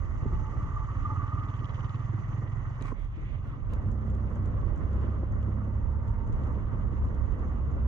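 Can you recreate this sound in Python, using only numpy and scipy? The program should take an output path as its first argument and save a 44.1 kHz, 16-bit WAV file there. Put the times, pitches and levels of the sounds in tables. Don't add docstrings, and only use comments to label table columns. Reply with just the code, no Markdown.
import sys
import numpy as np
from scipy import signal
from scipy.fft import rfft, irfft, next_fast_len
from scipy.io import wavfile
from scipy.ndimage import uniform_filter1d, map_coordinates

SR = 44100
rng = np.random.default_rng(int(sys.argv[2]) if len(sys.argv) > 2 else 0)


def linear_from_db(decibels):
    return 10 ** (np.asarray(decibels, float) / 20)


def output_pcm(signal):
    pcm = np.clip(np.atleast_2d(signal).T, -1, 1) * 32767
    wavfile.write(sys.argv[1], SR, np.round(pcm).astype(np.int16))


N = 347067

DUCK_S = 2.93


def clock():
    return np.arange(N) / SR


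def unit(x):
    return x / np.sqrt(np.mean(x ** 2) + 1e-20)


def along(points, hz):
    f, v = np.transpose(points)
    return np.interp(np.log(hz + 1), np.log(f + 1), v)


def curves(rows):
    s, *cols = np.transpose(rows)
    return [np.interp(clock(), s, c) for c in cols]


def wobble(rate):
    knots = rng.standard_normal(int(N * rate / SR) + 4)
    return map_coordinates(knots, [np.arange(N) * rate / SR])


def swells(rows, half_s):
    return sum(linear_from_db(db) * np.exp(-((clock() - s) / half_s) ** 2) for s, db in rows)


def filtered(x, response):
    m = next_fast_len(N + SR // 2)
    return irfft(rfft(x, m) * response(np.fft.rfftfreq(m, 1 / SR)), m)[..., :N]


def modes(table):
    def response(f):
        return sum((-1) ** k * linear_from_db(db) * 1j * f * w / (c * c - f * f + 1j * f * w)
                   for k, (c, w, db) in enumerate(table))
    return response


def piped(x, pipe, order=2):
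    return unit(filtered(x, lambda f: modes(pipe)(f) ** order))


def rush(spectrum, patchy_db):
    # frequency in Hz, likeness of the two ports (1 is identical).
    alike = [(30, .5), (100, .5), (200, .7), (400, .55), (700, .3), (1200, .6), (1900, .35), (3000, .75),
             (4300, .45), (6500, .42), (9000, .3)]
    z = signal.stft(rng.standard_normal((2, N)), nperseg=512)[2]
    field = uniform_filter1d(rng.standard_normal(z.shape[1:]), 6, 0)
    field = uniform_filter1d(field, 8, 1)
    pair = signal.istft(z * linear_from_db(patchy_db * unit(field)), nperseg=512)[1][:, :N]

    def share(hz):
        turn = np.arccos(np.clip(along(alike, hz), -1, 1)) / 2
        return linear_from_db(along(spectrum, hz)) * [np.cos(turn), np.sin(turn)]
    mid, side = filtered(pair, share)
    return unit(np.array([mid + side, mid - side]))


def rings(rows, damping_db_per_s=0):
    rise_s, t60_s = .005, .12
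    out, t = np.zeros(N + SR), np.arange(SR // 8) / SR
    shape = (1 - np.exp(-t / rise_s)) ** 2 * linear_from_db(-60 * t / t60_s)
    shape = shape / shape.max()
    damped_db = damping_db_per_s * np.maximum(t - .008, 0)
    for s, db, hz in rows:
        tone = np.sin(2 * np.pi * (hz * t + rng.random()))
        out[round((s - rise_s) * SR):][:len(t)] += linear_from_db(db - 2 - damped_db) * shape * tone
    return linear_from_db(2.5 * wobble(90)) * out[:N]


def nearness(ahead_s=0):
    closest_s, nearest_m = 1.846, 2.04
    t = clock() - closest_s + ahead_s
    speed = np.where(t < 0, 2.5, 3.6)
    return -10 * np.log10(1 + (speed * t / nearest_m) ** 2)


def moving():
    cut_s, fade_s = 3.7362, .12
    return np.clip((clock() - cut_s) / fade_s + 1, 0, 1)


def firings():
    start_hz, climb_hz_per_s = 16.6, 1.84
    return -13.74 + start_hz * clock() + .5 * climb_hz_per_s * clock() ** 2


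def exhaust(turns, scatter_db, jitter_s):
    at = np.flatnonzero(np.diff(np.floor(turns)))
    chance = rng.standard_normal((len(at), 2))
    at = at + np.round(jitter_s * SR * chance[:, 0]).astype(int)
    pulses = np.zeros(N)
    pulses[np.clip(at, 0, N - 1)] = linear_from_db(scatter_db * chance[:, 1])
    return pulses


def single():
    # time in seconds, share of the high note as the revs climb.
    silencer = [(1.3, .05), (2.1, .95)]
    # pitch in Hz, width in Hz, level in dB.
    cold = [(98, 80, 0)]
    revved = [(111, 78, 0)]
    tailpipe = [(275, 80, 0)]
    # time in seconds, level in dB.
    facing = [(.6, -40), (1.0, -21), (1.45, -21), (1.65, -30), (2.2, -26)]
    t = clock()
    cycle = firings() % 1
    duck_db = (t > DUCK_S) * -21.5 * np.exp(-np.abs(t - DUCK_S) / 0.13)
    heard = linear_from_db(duck_db) * (1 - moving())

    pulses = exhaust(firings(), scatter_db=1.5, jitter_s=0.0001)
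    pulses = np.roll(pulses, -round(.005 * SR))
    high = np.clip(curves(silencer)[0], 0, 1)
    thump = high * piped(pulses, revved, order=5) + (1 - high) * piped(pulses, cold, order=5)
    thump = thump + linear_from_db(curves(facing)[0]) * piped(pulses, tailpipe, order=4)

    valves = linear_from_db(-60 * cycle / .55) + .7 * linear_from_db(-60 * ((cycle - .24) % 1) / .45)
    tick = piped(valves * rng.standard_normal(N), [(2950, 800, 0), (5800, 2200, -16)])
    tick_db = -65 + 7.8 * np.maximum(nearness(ahead_s=.05), -1.6)
    return heard * (linear_from_db(-29 + nearness()) * thump + linear_from_db(tick_db) * tick)


def intake():
    # time in seconds, peak in dB, pitch in Hz.
    gulps = [(0.2093, -51, 1200), (0.2675, -46, 1193), (0.338, -48, 1164), (0.374, -49, 1112),
             (0.432, -48, 1270), (0.4778, -44, 1178), (0.5342, -41.5, 1180), (0.6061, -40.5, 1144),
             (0.6646, -43, 1120), (0.7026, -49, 1170), (0.7638, -33.5, 1180), (0.8185, -39.5, 1180),
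             (0.887, -39, 1160), (0.9671, -44, 1096), (0.9969, -38.5, 1194), (1.0493, -33, 1194),
             (1.104, -35.5, 1205), (1.1595, -35.5, 1240), (1.193, -34.5, 1160), (1.228, -38.5, 1180),
             (1.266, -33.5, 1213), (1.3185, -33.5, 1230), (1.3713, -34.5, 1187), (1.4081, -37.5, 1240),
             (1.472, -47.5, 1135), (1.5288, -34.5, 1187), (1.594, -53, 1124), (1.6225, -42, 1195),
             (1.6889, -50.5, 1276), (1.7453, -47, 1278), (1.7877, -44.5, 1202), (1.837, -44, 1197),
             (1.9041, -50, 1260), (1.9403, -45.5, 1120), (1.9888, -51, 1150), (2.02, -52, 1184),
             (2.0623, -47, 1146)]
    # time in seconds, level in dB.
    low_whistle = [(.25, -44), (.33, -47), (.42, -47), (.49, -43), (.66, -48), (.8, -42.5), (1.12, -41.5),
                   (1.28, -46.5)]
    whistle = piped(rng.standard_normal(N), [(869, 30, 0)])
    return rings(gulps) + linear_from_db(-9.0) * swells(low_whistle, half_s=0.045) * whistle


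def whine():
    # time in seconds, level in dB.
    whine_level = [(0, -58), (.5, -53.5), (.8, -47), (.95, -49), (1.2, -44), (1.45, -47), (1.65, -55),
                   (2.1, -61), (2.3, -90.5)]
    return linear_from_db(curves(whine_level)[0]) * piped(rng.standard_normal(N), [(1180, 180, 0)])


def twin():
    # time in seconds, firing rate in Hz, exhaust in dB, boom in dB.
    throttle = [(3.75, 31.4, -33, -3), (4.1, 31.92, -31, -3), (4.45, 32.52, -32, -4), (4.7, 33.2, -40, 0),
                (4.93, 33.47, -37.5, 5.5), (5.2, 33.9, -34.5, 2), (5.45, 34.32, -33, -1.5),
                (5.7, 34.54, -33, -2.5), (5.9, 34.9, -38.5, 7.5), (6.2, 35.18, -35.5, -5.5),
                (6.4, 34.93, -36, 6), (6.7, 35, -38.5, 0), (6.9, 34.99, -37, 0.5), (7.1, 34.6, -42, 7),
                (7.4, 33.4, -41, 0), (7.7, 33.02, -40, 6.5), (7.87, 31.5, -35.5, 7)]
    # pitch in Hz, width in Hz, level in dB; the first one is the boom.
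    pipes = [(66, 19, 3), (101, 34, 1.5), (137.3, 36, -13), (210, 26, -3.5), (513, 165, -14.5)]
    rate_hz, level_db, boom_db = curves(throttle)
    turns = np.cumsum(rate_hz * (1 + .004 * wobble(5))) / SR
    pulses = exhaust(turns, scatter_db=1.2, jitter_s=.0003)
    chambers = []
    for pipe in pipes:
        ringing = filtered(pulses, lambda f: modes([pipe])(f) ** 2)
        chambers.append(linear_from_db(1.6 * wobble(8)) * ringing)
    size = np.sqrt(np.mean(chambers[1] ** 2))
    voice = linear_from_db(boom_db) * chambers[0] + sum(chambers[1:])
    return moving() ** 2 * linear_from_db(level_db + 0.5) * voice / size


def glove():
    # time in seconds, level in dB, grit in dB.
    scrape = [(2.808, -75, -21), (2.811, -39, -15), (2.818, -61, 10), (2.841, -55, 6), (2.854, -48.5, 2),
              (2.868, -48.5, 5.5), (2.886, -44.5, 2.5), (2.9, -52, 1), (2.915, -51, -2), (2.922, -40, -11),
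              (2.93, -61, -11)]
    # frequency in Hz, level in dB per Hz.
    housing = [(90, -41), (250, -6), (520, -3), (800, -10), (1150, -6.5), (1450, -11.5), (1900, -23),
               (2600, -71.5)]
    grit = [(1300, -53), (1900, -17), (2350, -16.5), (3000, -31), (4600, -38.5), (6800, -40.5),
            (9300, -44.5), (16000, -78.5)]
    sleeve = [(400, -22), (600, -6.5), (900, -9), (1400, 6), (1900, -2.5), (2500, -38)]
    # time in seconds, level of the hum in dB.
    mount = [(2.8, -70), (2.83, -25), (2.9, -27), (2.93, -22), (2.95, -33), (3.0, -27), (3.08, -28),
             (3.16, -36), (3.3, -60)]
    # time in seconds, peak in dB, pitch in Hz.
    knuckles = [(2.852, -36, 1130), (2.883, -36, 1100), (2.89, -38, 1180), (2.919, -35, 1050)]
    level_db, grit_db = curves([(2.8, -110, 0.017)] + scrape + [(2.94, -110, 0.0073)])
    skin = rush(housing, patchy_db=4.0) + linear_from_db(grit_db - 11.5) * rush(grit, patchy_db=-0.5)
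    rub = linear_from_db(level_db + 2.0 + 2.0 * wobble(220)) * skin
    puff = linear_from_db(-54) * np.exp(-((clock() - 3.483) / 0.037) ** 4) * rush(sleeve, patchy_db=4.0)
    hum_db = curves([(2.7, -120)] + mount + [(3.4, -120)])[0] + [[-14], [-1.5]]
    hum = linear_from_db(hum_db) * np.cos(2 * np.pi * 38.6 * (clock() - 2.931))
    return rub + puff + hum + rings(knuckles, damping_db_per_s=2209)


def ticks():
    # time in seconds, peak in dB, body in dB.
    luggage = [(3.7347, -58.5, 0.5), (3.759, -72, -2), (3.8172, -73, 2), (3.8711, -65.5, -2),
               (3.915, -59.5, -6), (4.0097, -75, 1), (4.0641, -66, -5), (4.1, -62.5, -5), (4.1499, -61, -3),
               (4.1988, -66.5, 1), (4.3013, -65, -6), (4.3317, -67, -1), (4.356, -64, -7),
               (4.4258, -69, -1), (4.4582, -61, -3), (4.6129, -71, 4), (4.7587, -62, -5), (4.779, -66, -7),
               (4.829, -78, -3), (4.9311, -63.5, 0), (5.0135, -67, 2), (5.065, -75, 5), (5.235, -79, 4),
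               (5.3228, -65, -6), (5.3407, -72, -11), (5.428, -66, 4), (5.9029, -70, -2), (6.0795, -63, 1),
               (6.273, -62, -9), (6.3263, -62, 0), (6.398, -67.5, -7), (6.4352, -65, 0), (6.4696, -68, -3),
               (6.525, -65, -6), (6.6233, -76, 0.5), (6.744, -80, 2), (7.0493, -63, -5), (7.0867, -68, -1),
               (7.1463, -64, 0), (7.1995, -67, -3), (7.2484, -68, 1), (7.307, -71, 5), (7.394, -67, 3),
               (7.4823, -66, 4)]
    out, t = np.zeros((2, N + SR)), np.arange(SR // 10) / SR
    bounce = linear_from_db(-60 * t / .016) + (t > .015) * linear_from_db(-5 - 60 * np.abs(t - .015) / .012)
    for s, db, body_db in luggage:
        puff = bounce * rng.standard_normal(len(t))
        out[:, round(s * SR):][:, :len(t)] += puff * linear_from_db([[db + 8.5], [db + body_db + 14]])
    bright = filtered(out[0, :N], lambda f: modes([(6600, 2300, 0)])(f) ** 3)
    return bright + filtered(out[1, :N], lambda f: modes([(2900, 1500, 0)])(f) ** 2)


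def knocks():
    # time in seconds, peak in dB, pitch in Hz.
    frame_hits = [(0.126, -45, 185), (0.256, -22.5, 240), (0.329, -27.5, 209), (0.263, -20.5, 78.4),
                  (0.325, -22.5, 65.6), (0.689, -26, 75.2), (2.921, -25, 263), (0.665, -37.5, 242),
                  (2.135, -27.5, 195), (2.811, -27.5, 242), (3.839, -36, 230), (4.156, -28.5, 207),
                  (4.951, -27.5, 200), (5.039, -24, 206), (5.087, -24.5, 207), (5.231, -23, 326),
                  (5.484, -25.5, 200), (6.292, -29, 219), (6.344, -44.5, 199), (6.632, -37, 220),
                  (6.933, -37, 216), (7.453, -29, 219), (7.76, -31, 285)]
    out, t = np.zeros(N + SR), np.arange(SR // 10) / SR
    for s, db, hz in frame_hits:
        thud = np.sin(2 * np.pi * hz * t) + .5 * np.sin(2 * np.pi * 1.614 * hz * t)
        out[round(s * SR):][:len(t)] += linear_from_db(db + 2.5 - 60 * t * hz / 9) * (1 - np.exp(-t / .002)) * thud
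    return out[:N]


def snaps():
    # time in seconds, peak in dB, centre in Hz, width in Hz.
    sharp_edges = [(1.644, -44, 3000, 700), (1.655, -45, 3000, 700), (1.696, -50, 3100, 900),
                   (2.7046, -62, 4500, 4000), (2.7525, -66, 5500, 5000), (2.8112, -43, 2400, 2600),
                   (2.8232, -46, 8200, 4400), (2.8236, -47, 3500, 1000)]
    out, t = np.zeros(N + SR), np.arange(SR // 10) / SR
    for s, db, hz, width in sharp_edges:
        band = signal.butter(3, [hz - width / 2, hz + width / 2], "band", fs=SR)
        edge = signal.lfilter(*band, linear_from_db(-60 * t / .004) * rng.standard_normal(len(t)))
        out[round(s * SR):][:len(t)] += linear_from_db(db) * edge / np.abs(edge).max()
    return out[:N]


def cloth_rubs():
    # time in seconds, half length in seconds, drag in dB, rub in dB.
    rubs = [(3.015, 0.064, -1.5, 8.5), (3.193, 0.085, -2.5, 8), (3.326, 0.072, -2, 8.5),
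            (3.492, 0.059, 1.5, 5), (3.727, 0.024, -0.5, 10.5)]
    strokes = [np.array(db)[:, None] * np.exp(-((clock() - s) / half_s) ** 4) for s, half_s, *db in rubs]
    return sum(strokes)


def cloth():
    # frequency in Hz, level in dB per Hz.
    rustle = [(940, -42), (1600, -6.5), (2050, 2.5), (2600, -10.5), (3000, -15), (3400, -10), (4240, -32),
              (7170, -120)]
    drag_db, rub_db = cloth_rubs()
    level = (clock() > DUCK_S) * (1 - moving()) * linear_from_db(-72.5 + 1.4 * rub_db)
    return level * rush(rustle, patchy_db=1.2)


def chug():
    swell = np.cos(2 * np.pi * (firings() - 0.98))
    return 1.5 * (clock() < DUCK_S) * linear_from_db(nearness() / 2) * swell


def running_levels():
    # time in seconds, how hard the ground shakes things in dB over the usual.
    jolt = [(0, 1), (.13, 3), (.5, 2), (.95, 2), (1.45, -1), (2.23, -1.5), (2.7, 1), (2.8, 2), (3.0, -1.5),
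            (3.75, 2.5), (3.9, -1.5), (4.5, 2), (5.08, 5), (5.25, 0.5), (6.17, -1), (6.39, 3.5), (6.7, 1.5),
            (7.25, 2)]
    still_db = (-53.5, -60.5, -71, -77.5)
    ducked_db = (-54.5, -66.5, -78, -87.5)
    moving_db = (-50, -62, -75, -84.5)
    per_jolt = (1, 0.62, .9, .5)
    per_near = (0.036, 0.59, 0.99, 0.43)
    per_drag = (0.63, 0.93, 0.2, 0.22)
    per_rub = (0.072, 0.098, 0.73, 0.33)

    def column(v):
        return np.array(v)[:, None]
    t, riding = clock(), moving()
    drag_db, rub_db = cloth_rubs()
    passing_db = column(still_db) + column(per_near) * (nearness() + 3)
    standing_db = np.where(t < DUCK_S, passing_db, column(ducked_db))
    level_db = (1 - riding) * standing_db + riding * column(moving_db)
    level_db = level_db + column(per_jolt) * curves(jolt)[0]
    level_db = level_db + column(per_rub) * rub_db + column(per_drag) * drag_db
    rumble_db, drone_db, clatter_db, hiss_db = level_db
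    hiss_db = hiss_db - 1.1 * (t < DUCK_S) * (t - DUCK_S / 2)
    clatter_db = clatter_db + np.roll(chug(), round(.01 * SR))
    return rumble_db, drone_db + chug(), clatter_db, hiss_db


def running():
    # frequency in Hz, level in dB per Hz.
    standing = [(100, -17.5), (170, 1), (495, -16), (560, -15.5), (621, -16.5), (800, -30), (1040, -40),
                (1760, -120)]
    riding_rumble = [(76, -32.5), (130, -3.5), (210, -4), (410, -14.5), (555, -14.5), (800, -28),
                     (1040, -62.5), (1760, -120)]
    body_drone = [(450, -11.5), (750, -8), (920, -4.5), (1170, 0), (1400, -8), (1700, -14), (1950, -11),
                  (2300, -23.5), (2900, -63.5)]
    chain_clatter = [(1800, -3.5), (2400, -0.5), (2900, 2.5), (3400, -6), (4200, -16), (5200, -22.5),
                     (7000, -72)]
    air_hiss = [(3000, -25.5), (4200, -12), (5300, -9), (6500, -1), (7200, -9), (8200, -18.5),
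                (9500, -27.5), (12000, -53.5)]
    riding, shake = moving(), wobble(18)
    rumble_db, drone_db, clatter_db, hiss_db = running_levels()
    near = rush(standing, patchy_db=2.5)
    near = near + 0.2 * (near.mean(axis=0) - near)
    road = (1 - riding) * linear_from_db(-.5) * near + riding * rush(riding_rumble, patchy_db=1.0)
    body = rush(body_drone, patchy_db=0.5)
    body = body + (1 - riding) * 0.2 * (body.mean(axis=0) - body)
    rumble = linear_from_db(rumble_db + 7.0 + 0.9 * shake + 0.98 * wobble(40)) * road
    drone = linear_from_db(drone_db + 11.0 + 0.48 * shake + 1.5 * wobble(60)) * body
    clatter = linear_from_db(clatter_db + 4.5 + 0.59 * shake + 1.7 * wobble(60)) * rush(chain_clatter, patchy_db=1.0)
    hiss = linear_from_db(hiss_db + 1.0 + 0.4 * shake + 1.5 * wobble(70)) * rush(air_hiss, patchy_db=1.5)
    return rumble + drone + clatter + hiss


def screen_buzz():
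    # pitch in Hz, width in Hz, level in dB.
    screen = [(916, 76, 0)]
    # time in seconds, level in dB.
    buzz_at = [(6.1, -57), (7.0, -63.5)]
    return swells(buzz_at, half_s=0.55) * piped(rng.standard_normal(N), screen)


def cooling_fins():
    # pitch in Hz, width in Hz, level in dB.
    fins = [(1910, 260, 0)]
    return (clock() < DUCK_S) * linear_from_db(-60.5 + chug()) * piped(rng.standard_normal((2, N)), fins)


def wind():
    # time in seconds, buffeting in dB.
    buffets = [(0.0, -34), (0.42, -35), (0.46, -38.5), (0.61, -36), (1.58, -45.5), (2.8, -40.5),
               (2.83, -46.5), (3.42, -40), (3.46, -38), (3.6, -42.5), (3.72, -37), (4.47, -42),
               (4.54, -33.5), (5.46, -38.5), (7.34, -34.5), (7.36, -36), (7.72, -35.5), (7.87, -35.5)]
    # frequency in Hz, level in dB per Hz.
    gusts = [(9, -31), (18, -16), (40, 3), (60, -3.5), (85, -2.5), (130, -10), (200, -41.5), (400, -97.5)]
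    level_db, = curves(buffets)
    lean_db = -8 - 0.1 * (level_db - level_db.mean()) + 3.5 * wobble(8.3)
    port_db = level_db + 6.0 + np.outer([.5, -.5], lean_db + 7.0)
    lumps = linear_from_db(1.46 * np.array([wobble(8.4), wobble(14)]))
    return linear_from_db(port_db) * unit(lumps * rush(gusts, patchy_db=-1.0))


def scene():
    passing_bike = single() + intake() + whine() + cooling_fins()
    own_bike = twin() + screen_buzz()
    rattles = ticks() + knocks() + snaps()
    return passing_bike + own_bike + glove() + cloth() + rattles + running() + wind()


def low_pass(x):
    return signal.sosfilt(signal.butter(12, 15800, fs=SR, output="sos"), x)


def record(dry):
    # frequency in Hz, radians by which the left port leads.
    lead = [(0, 0), (300, .3), (600, .3), (850, -.2), (1030, -.7), (1500, -1.4), (1900, -3.3), (2400, -3.8),
            (3600, -4.4), (4300, -5.3), (6500, -7.3)]
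    # frequency in Hz, left minus right in dB.
    tilt = [(60, -4), (140, -2.5), (330, -6), (600, -3.5), (1200, -3.2), (2000, -3), (3000, -6), (5000, -9),
            (6500, -11.5), (8000, -6.5), (12000, -8)]
    # frequency in Hz, level of the preamplifier hiss in dB per Hz.
    self_noise = [(4000, -35), (7500, 0), (9000, -1), (12000, -9.5), (15600, -11.5), (16500, -49)]
    # time in seconds, dB a step.
    stairs = [(2.8, .06), (2.84, .3), (2.87, .08), (2.96, .2), (3.0, .7), (3.04, .6), (3.11, .06)]
    # time in seconds, jump in dB.
    splices = [(3.7232, -52), (3.7362, -36)]
    half = np.array([[.5], [-.5]])

    def port(hz):
        return linear_from_db(half * along(tilt, hz) - 1.07) * np.exp(1j * half * along(lead, hz))
    ports = filtered(np.pad(dry, ((0, 0), (0, SR // 20)), "reflect"), port)
    hiss = filtered(rng.standard_normal((2, N)), lambda hz: linear_from_db(along(self_noise, hz)))
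    ports = ports + linear_from_db(-107) * unit(hiss)

    saw = .5 - (clock() - 2.9298) / (256 / 48000) % 1
    stepped = ports * linear_from_db(curves(stairs)[0] * saw)
    for s, db in splices:
        stepped = stepped + linear_from_db(db) * (clock() >= s) * np.exp(-np.abs(clock() - s) / .004)
    rounded = stepped / (1 + np.abs(stepped / .17) ** 4) ** (1 / 4)
    return low_pass(rounded)


dry = scene()
out = record(dry)
output_pcm(out)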